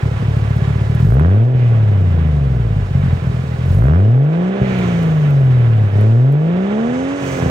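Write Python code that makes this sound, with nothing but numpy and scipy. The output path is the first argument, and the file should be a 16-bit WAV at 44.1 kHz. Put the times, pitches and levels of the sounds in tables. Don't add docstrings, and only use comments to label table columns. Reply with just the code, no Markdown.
import sys
import numpy as np
from scipy import signal
from scipy.fft import rfft, irfft, next_fast_len
from scipy.io import wavfile
from scipy.ndimage import uniform_filter1d, minimum_filter1d, map_coordinates

SR = 44100
rng = np.random.default_rng(int(sys.argv[2]) if len(sys.argv) > 2 else 0)


def put_to_file(sound):
    columns = np.atleast_2d(sound).T
    safe = np.clip(columns, -1, 1)
    whole_steps = np.round(safe * 32767)
    wavfile.write(sys.argv[1], SR, whole_steps.astype(np.int16))


N = 330750

# t/s, firing rate/Hz
FIRING_RATE = [(0.0, 35.5), (0.81, 35.87), (0.98, 38.48), (1.0, 39), (1.15, 64.4), (1.23, 80.36),
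               (1.33, 99.7), (1.46, 122.4), (1.52, 128.6), (1.84, 106.5), (2.19, 82.45), (2.59, 59.44),
               (2.8, 48.52), (3.34, 40.6), (3.59, 40.8), (3.7, 43.9), (3.78, 51.5), (3.91, 76.8),
               (3.97, 90.16), (4.07, 109.9), (4.26, 148.6), (4.41, 177.4), (4.58, 200.9), (4.78, 185.2),
               (5.35, 138.6), (5.91, 98.6), (6.14, 115), (6.43, 158.4), (6.73, 209.7), (7.02, 266),
               (7.16, 284.5), (7.5, 250.7)]
# opens/s, closes/s, blow-off rasp/dB, whoosh/dB, lift to whoosh peak/s
PRESSES = [(0.979, 1.518, -43, -63.5, 0.13), (3.643, 4.57, -35, -51, .28), (5.924, 7.176, -37.5, -43, .14)]
FIRING_ORDER = [(0.7,0.091),(-0.34,0.029),(0.089,-0.16),(0.79,0.048),(0.39,-0.014),(-.6,-0.26)]
# t/s, drop in the boom/dB, half-length/s
DROPOUTS = [(0.114, 6, 0.016), (0.192, 10.5, 0.016), (1.526, 4.5, 0.07), (2.882, 7, 0.045), (3.207, 8, .04),
            (3.5, 6, 0.18), (4.322, 1, 0.045), (4.567, 6, 0.05), (5.906, 8, .026), (6.409, 1, 0.034),
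            (6.685, 2, 0.034), (7.184, 5.5, 0.031)]
# f/Hz, gain/dB
MUFFLER_GAIN = [(20,-59.5),(36,-17.5),(44,-7),(52,5.5),(72,3.5),(108,9.5),(142,6.5),(178,-6),(215,-11.5),(245,-20),(285,-26),(330,-40.5),(500,-71.5),(1200,-105),(5000,-165)]
LOPE_GAIN = [(30,-47.5),(50,-15),(72,4.5),(100,0.5),(135,9),(170,-1),(230,-12),(300,-26),(600,-67),(4000,-160)]
PIPE_GAIN = [(40,-75.5),(130,-29),(225,1.5),(310,-3.5),(390,3),(480,0),(560,-3),(680,-4.5),(800,-12.5),(1000,-19),(1600,-22.5),(2500,-46.5),(8000,-86)]
CRACK_GAIN = [(300,-56),(650,-8.5),(850,-3),(1100,-2.5),(1600,-4.5),(2200,-21.5),(3200,-28),(7000,-80)]
# firing rate/Hz, level/dB
BARK_BY_RATE = [(35, -33), (48, -35), (100, -31), (150, -29), (195, -25), (235, -22.5), (290, -27)]
WHIR_BY_RATE = [(35, -37.5), (43, -38.5), (56, -42), (80, -39.5), (135, -38.5), (195, -32.5), (290, -30)]
# f/Hz, level/dB
BUFFET_SPECTRUM = [(15, -7), (30, -2.5), (60, -2.5), (120, -15), (400, -59.5)]
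WHIR_SPECTRUM = [(400,-40.5),(700,2),(900,0.5),(1200,0),(1600,-1),(2400,-5.5),(3200,-10),(3800,-14.5),(4200,-22.5),(6000,-32.5),(10000,-87)]
HISS_SPECTRUM = [(2500,-23),(3850,1),(4400,-2),(4650,0),(4950,-2),(5260,-2),(5950,-4.5),(6350,-4),(7500,-6.5),(7730,-5.5),(8150,-8.5),(8600,-10),(9500,-12.5),(12500,-40)]
FIZZ_SPECTRUM = [(6000,-24.5),(9000,0.5),(11000,1),(13000,-3.5),(15500,3.5)]
TURBO_SPECTRUM = [(3000,-30.5),(4200,-4),(5500,-1.5),(6300,3.5),(7000,-3.5),(7450,-2.5),(8500,-7.5),(9500,-14),(12000,-45)]
RASP_SPECTRUM = [(600, -24.5), (1400, -4), (2300, -1), (3400, -10), (4500, -18), (8000, -44.5)]
# t/s, level before filtering/dB
CLICK_EVENTS = [(0.5666, -37.5), (0.9502, -37.5), (1.0028, -37), (1.0497, -38), (1.1065, -42), (1.14, -38),
                (1.1982, -38), (3.6626, -38), (3.7079, -41), (3.7494, -37), (3.7918, -35.5),
                (3.8385, -32.5), (3.8844, -42), (4.79, -37.5), (5.031, -39), (5.3073, -34.5),
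                (6.0114, -38.5), (6.3246, -38)]
# f/Hz, gain/dB
CLICK_GAIN = [(2000,-23.5),(5000,-9.5),(9000,6.5),(15000,3.5)]
# t/s, pulse level/dB
STRONG_BURNS = [(1.55,-12.5),(2.96,-11),(3.092,-16.5),(3.136,-16.5),(3.277,-17),(3.663,-20.5),(4.612,-6),(7.422,-11.5),(7.434,-17),(7.459,-6.5)]
# f/Hz, coherence/1
COHERENCE = [(200,0.78),(400,0.82),(700,0.61),(1400,0.12),(2800,.55),(5500,0.31),(10000,.4),(14000,0.38)]
# f/Hz, left minus right level/dB, phase lead of the left/rad
MIC_DIFFERENCES = [(60,.9,-.22),(110,.5,-.22),(200,.4,-.36),(380,-2.2,-1.15),(700,-6,-1.3),(1300,-9,-2.7),(2300,-8.5,-4.2),(4400,-3.5,-5),(8000,-.7,-5.8),(15000,.6,-6.2)]

PEDAL_S, SETTLE_S = 0.064, 0.18
IDLE_HZ, IDLE_WIDTH_HZ = 49, 3
LABOUR_HZ, LABOUR_WIDTH_HZ = 74, 39.5
HUNT_HZ, HUNT_WIDTH_HZ, HUNT_SCATTER = 43.9, 5, .17
IMBALANCE, SCATTER = (.04, 0.21, 0.025), (.035, 0.05, 0.14)
BOOM_DB, BOOM_HZ, ABOVE_DB_PER_OCT, BELOW_DB_PER_OCT = -10, 130.4, 13.5, 4
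STEEPNESS_S, STEEPNESS_LOAD_S, FULL_PULL_HZ = .00022, 0.0012, 100
BARK_LABOUR_DB, BARK_GULP_DB, CRACK_DB = 5, 2.5, -6.5
BUFFET_DB, BUFFET_FADES_HZ = -43.5, 145
INTAKE_DB, FIZZ_DB = (-57.5, 6, 3), (-64.5, 4.5, 17.5)
TURBO_DB, TURBO_HZ, TURBO_DB_PER_OCT = -49.5, 280, 21
DIP_HZ, DIP_WIDTH_HZ, DIP_DB = 137, 17, 3
TOP_HZ = 15850


def amp(db):
    return 10 ** (np.asarray(db) / 20)


def unit(x):
    return x / np.sqrt(np.mean(x ** 2) + 1e-20)


def along(points, hz):
    f, values = np.transpose(points)
    return np.interp(np.log(hz + 1), np.log(f + 1), values)


def wobble(rate):
    return map_coordinates(rng.standard_normal(int(N * rate / SR) + 4), [np.arange(N) * rate / SR])


def lagged(x, seconds):
    keep = np.exp(-1 / (seconds * SR))
    return signal.lfilter([1 - keep], [1, -keep], x)


def filtered(x, response):
    size = 2 * next_fast_len((N + SR // 2) // 2)
    return irfft(rfft(x, size) * response(np.fft.rfftfreq(size, 1 / SR)), size)[..., :N]


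def ring(x, colour, abrupt=1):
    def response(hz):
        cepstrum = irfft(np.log(amp(along(colour, hz))))
        half = len(cepstrum) // 2
        cepstrum[1:half] *= 2
        cepstrum[half + 1:] = 0
        log_gain = rfft(cepstrum)
        return np.exp(log_gain.real + 1j * abrupt * log_gain.imag)
    return filtered(x, response)


def steady(x):
    window = np.hanning(SR // 8)
    weight = signal.fftconvolve(np.ones(N), window, "same")
    return x / np.sqrt(np.abs(signal.fftconvolve(x ** 2, window, "same")) / weight + 1e-20)


def pulses(at, sizes):
    at = np.clip(at, 0, N - 2)
    whole = at.astype(int)
    return np.bincount(whole, sizes * (1 - at + whole), N) + np.bincount(whole + 1, sizes * (at - whole), N)


def rush(colour):
    def response(hz):
        angle = np.arccos(np.clip(along(COHERENCE, hz), -1, 1)) / 2
        return amp(along(colour, hz)) * [np.cos(angle), np.sin(angle)]
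    mid, side = filtered(rng.standard_normal((2, N)), response)
    return unit(np.array([mid + side, mid - side]))


def driving():
    t = np.arange(N) / SR
    rate = np.interp(t, *np.transpose(FIRING_RATE))
    pedal = sum(1. * ((t > opens) & (t < closes)) for opens, closes, *_ in PRESSES)
    throttle = lagged(pedal, PEDAL_S)
    idling = .5 - .5 * np.tanh((rate - IDLE_HZ) / IDLE_WIDTH_HZ)
    labour = throttle * np.exp(-((rate - LABOUR_HZ) / LABOUR_WIDTH_HZ) ** 2)
    return rate, throttle, idling, labour


def gulping(throttle):
    return throttle * (1 - lagged(throttle, SETTLE_S))


def combustion(drive):
    rate, throttle, idling, _ = drive
    state = [np.ones(N), (1 - throttle) * (1 - idling), idling]
    hunting = (1 - throttle) * np.exp(-((rate - HUNT_HZ) / HUNT_WIDTH_HZ) ** 2)
    imbalance = np.dot(IMBALANCE, state)
    scatter = np.dot(SCATTER, state) + HUNT_SCATTER * hunting
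    turbulence = np.maximum(1 - 0.3 * throttle - 0.0026 * rate, .11)
    return np.clip([imbalance, scatter, turbulence], 0, 1)


def firings(cycles, drive):
    imbalance, scatter, _ = combustion(drive)
    number = np.arange(1, int(cycles[-1]))
    at = np.interp(number, cycles, np.arange(N))
    now = at.astype(int)
    chance = rng.standard_normal((len(at), 2))
    excess, lag = np.array(FIRING_ORDER)[number % len(FIRING_ORDER)].T
    late = (imbalance[now] * lag + 0.23 * scatter[now] * chance[:, 0]) * np.gradient(at)
    sizes = (1 + imbalance[now] * excess) * np.exp(scatter[now] * chance[:, 1])
    even = pulses(at, np.ones(len(at)))
    return at, even, pulses(at + late, sizes) - even


def muffler(even, uneven, drive):
    rate, throttle, idling, _ = drive
    octaves = np.log2(rate / BOOM_HZ)
    above_db = ABOVE_DB_PER_OCT * np.maximum(octaves, 0)
    below_db = BELOW_DB_PER_OCT * np.maximum(-octaves, 0) * (1 - throttle)
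    boom_db = BOOM_DB + 0.03 * throttle + 2.8 * idling - above_db - below_db - stumbles()
    boom = -ring(even, MUFFLER_GAIN, abrupt=0.83) - ring(uneven, LOPE_GAIN, abrupt=0.8)
    steepness_s = STEEPNESS_S + STEEPNESS_LOAD_S * throttle * np.minimum(rate / FULL_PULL_HZ, 1) ** 3
    return amp(boom_db) * steady(boom + steepness_s * SR * np.gradient(boom))


def tailpipe(at, cycles, drive):
    rate, throttle, _, labour = drive
    imbalance, _, turbulence = combustion(drive)
    bark_db = along(BARK_BY_RATE, rate) + 0.22 * throttle + BARK_LABOUR_DB * labour
    bark_db += BARK_GULP_DB * gulping(throttle) - .15 * stumbles()
    turbulence = turbulence * np.clip(1 - .4 * labour, 0, 1)
    excess, lag = np.array(FIRING_ORDER)[np.arange(1, len(at) + 1) % len(FIRING_ORDER)].T
    chance = rng.standard_normal((len(at), 2))
    sizes = 1 + (0.61 + 5.0 * np.interp(at, np.arange(N), imbalance)) * excess
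    arrival = at + 0.0015 * SR * lag
    bark = steady(-ring(pulses(arrival, sizes * amp(.9 * chance[:, 0])), PIPE_GAIN))
    puffs = unit(np.exp(0.081 * np.cos(2 * np.pi * (cycles - .15)))) * rush(PIPE_GAIN)
    crack = steady(-ring(pulses(arrival, amp(2.8 * chance[:, 1])), CRACK_GAIN))
    tone = np.sqrt(1 - turbulence) * bark + np.sqrt(turbulence) * puffs
    return amp(bark_db) * (tone + amp(CRACK_DB) * labour ** 2 * crack)


def buffeting(rate):
    return amp(BUFFET_DB) / np.hypot(1, (rate / BUFFET_FADES_HZ) ** 5) * rush(BUFFET_SPECTRUM)


def whir(cycles, rate, ducking, labour):
    waver = amp(.6 * wobble(7))
    phase = 2 * np.pi * cycles
    clatter = amp(0.8 * np.cos(phase) + 0.36 * np.cos(phase / len(FIRING_ORDER)) + 0.99 * wobble(45))
    level_db = along(WHIR_BY_RATE, rate) - 3.6 * ducking + 1.4 * labour
    return amp(level_db) * waver * unit(clatter) * rush(WHIR_SPECTRUM)


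def intake_gain(drive, ducking, coasting_db, idle_db, duck_db):
    rate, throttle, idling, _ = drive
    bypass = idling * (rate.min() / rate) ** 2
    return amp(coasting_db + idle_db * bypass - duck_db * ducking + 6 * gulping(throttle))


def engine_bay(cycles, drive):
    rate, throttle, _, labour = drive
    ducking = lagged(throttle, SETTLE_S)
    machinery = whir(cycles, rate, ducking, labour)
    turbo = amp(TURBO_DB + TURBO_DB_PER_OCT * np.log2(rate / TURBO_HZ))
    rasp, whoosh = blow_off()
    flicker = amp(wobble(60))
    intake = intake_gain(drive, ducking, *INTAKE_DB) * rush(HISS_SPECTRUM)
    boost = np.hypot(turbo, whoosh) * rush(TURBO_SPECTRUM)
    front = underbody(machinery + flicker * (intake + boost) + rasp * rush(RASP_SPECTRUM), echo=0.14)
    fizz = intake_gain(drive, ducking, *FIZZ_DB) + amp(-15.5) * turbo + amp(-10.0) * whoosh
    dip = amp(-DIP_DB * ducking * np.exp(-((rate - DIP_HZ) / DIP_WIDTH_HZ) ** 2))
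    return dip * (front + fizz * rush(FIZZ_SPECTRUM))


def underbody(x, echo, count=8):
    out = x.copy()
    for delay_s, strength in rng.uniform([.001, -echo], [.016, echo], (count, 2)):
        lag = round(delay_s * SR)
        out[:, lag:] += strength * x[:, :N - lag]
    return out * np.std(x) / np.std(out)


def stumbles():
    t = np.arange(N) / SR
    return sum(db * np.exp(-((t - s) / half_s) ** 2) for s, db, half_s in DROPOUTS)


def clicks(drive):
    rate, throttle, _, _ = drive
    clicks_per_s = 220 * throttle * np.clip((LABOUR_HZ - rate) / (LABOUR_HZ - IDLE_HZ), 0, 1)
    onsets = np.flatnonzero(rng.random(N) < clicks_per_s / SR)
    crackle = [(i / SR, rng.normal(-44, 3)) for i in onsets]
    out, t = np.zeros(N + SR), np.arange(SR // 100) / SR
    for s, db in list(CLICK_EVENTS) + crackle:
        burst = rng.standard_normal(len(t)) * amp(-60 * t / .004)
        out[round(s * SR):][:len(t)] += amp(db) * burst / np.abs(burst).max()
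    return ring(out[:N], CLICK_GAIN)


def blow_off():
    t = np.arange(N) / SR
    rasp, whoosh = np.zeros(N), np.zeros(N)
    swell = lambda age: (age * np.exp(1 - age)) ** 1.6
    for _, closes, rasp_db, whoosh_db, peak_s in PRESSES:
        age = np.maximum(t - closes, 0) / peak_s
        rasp += amp(rasp_db) * swell(1.55 * age)
        whoosh += amp(whoosh_db) * swell(age)
    return rasp, whoosh


def pops(at):
    s, db = np.transpose(STRONG_BURNS)
    nearest = at[np.abs(at[:, None] - s * SR).argmin(axis=0)]
    pushes = pulses(nearest, amp(db))
    thump = -ring(pushes, LOPE_GAIN, abrupt=0.86) - amp(-27.5) * ring(pushes, PIPE_GAIN)
    return thump * amp(db.max()) / np.abs(thump).max()


def microphones(hz):
    pair = np.array(MIC_DIFFERENCES)
    lean, lead = amp(along(pair[:, :2], hz)), along(pair[:, ::2], hz)
    left = np.sqrt(lean) * np.exp(.5j * lead)
    centre_power = (lean + 1 / lean + 2 * np.clip(along(COHERENCE, hz), 0, 1) * np.cos(lead)) / 4
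    return np.array([left, 1 / left]) / np.sqrt(centre_power)


def scene():
    drive = driving()
    rate = drive[0]
    cycles = np.cumsum(rate) / SR
    at, even, uneven = firings(cycles, drive)
    exhaust = muffler(even, uneven, drive) + tailpipe(at, cycles, drive) + buffeting(rate)
    mix = exhaust + engine_bay(cycles, drive) + clicks(drive) + pops(at)
    return filtered(mix, microphones)


def record(dry):
    needed = np.minimum(1, .9 / (np.abs(dry).max(axis=0) + 1e-9))
    hold = SR // 50
    gain = uniform_filter1d(minimum_filter1d(needed, 2 * hold), hold)
    return filtered(dry * gain, lambda hz: hz < TOP_HZ)


dry = scene()
out = record(dry)
put_to_file(out)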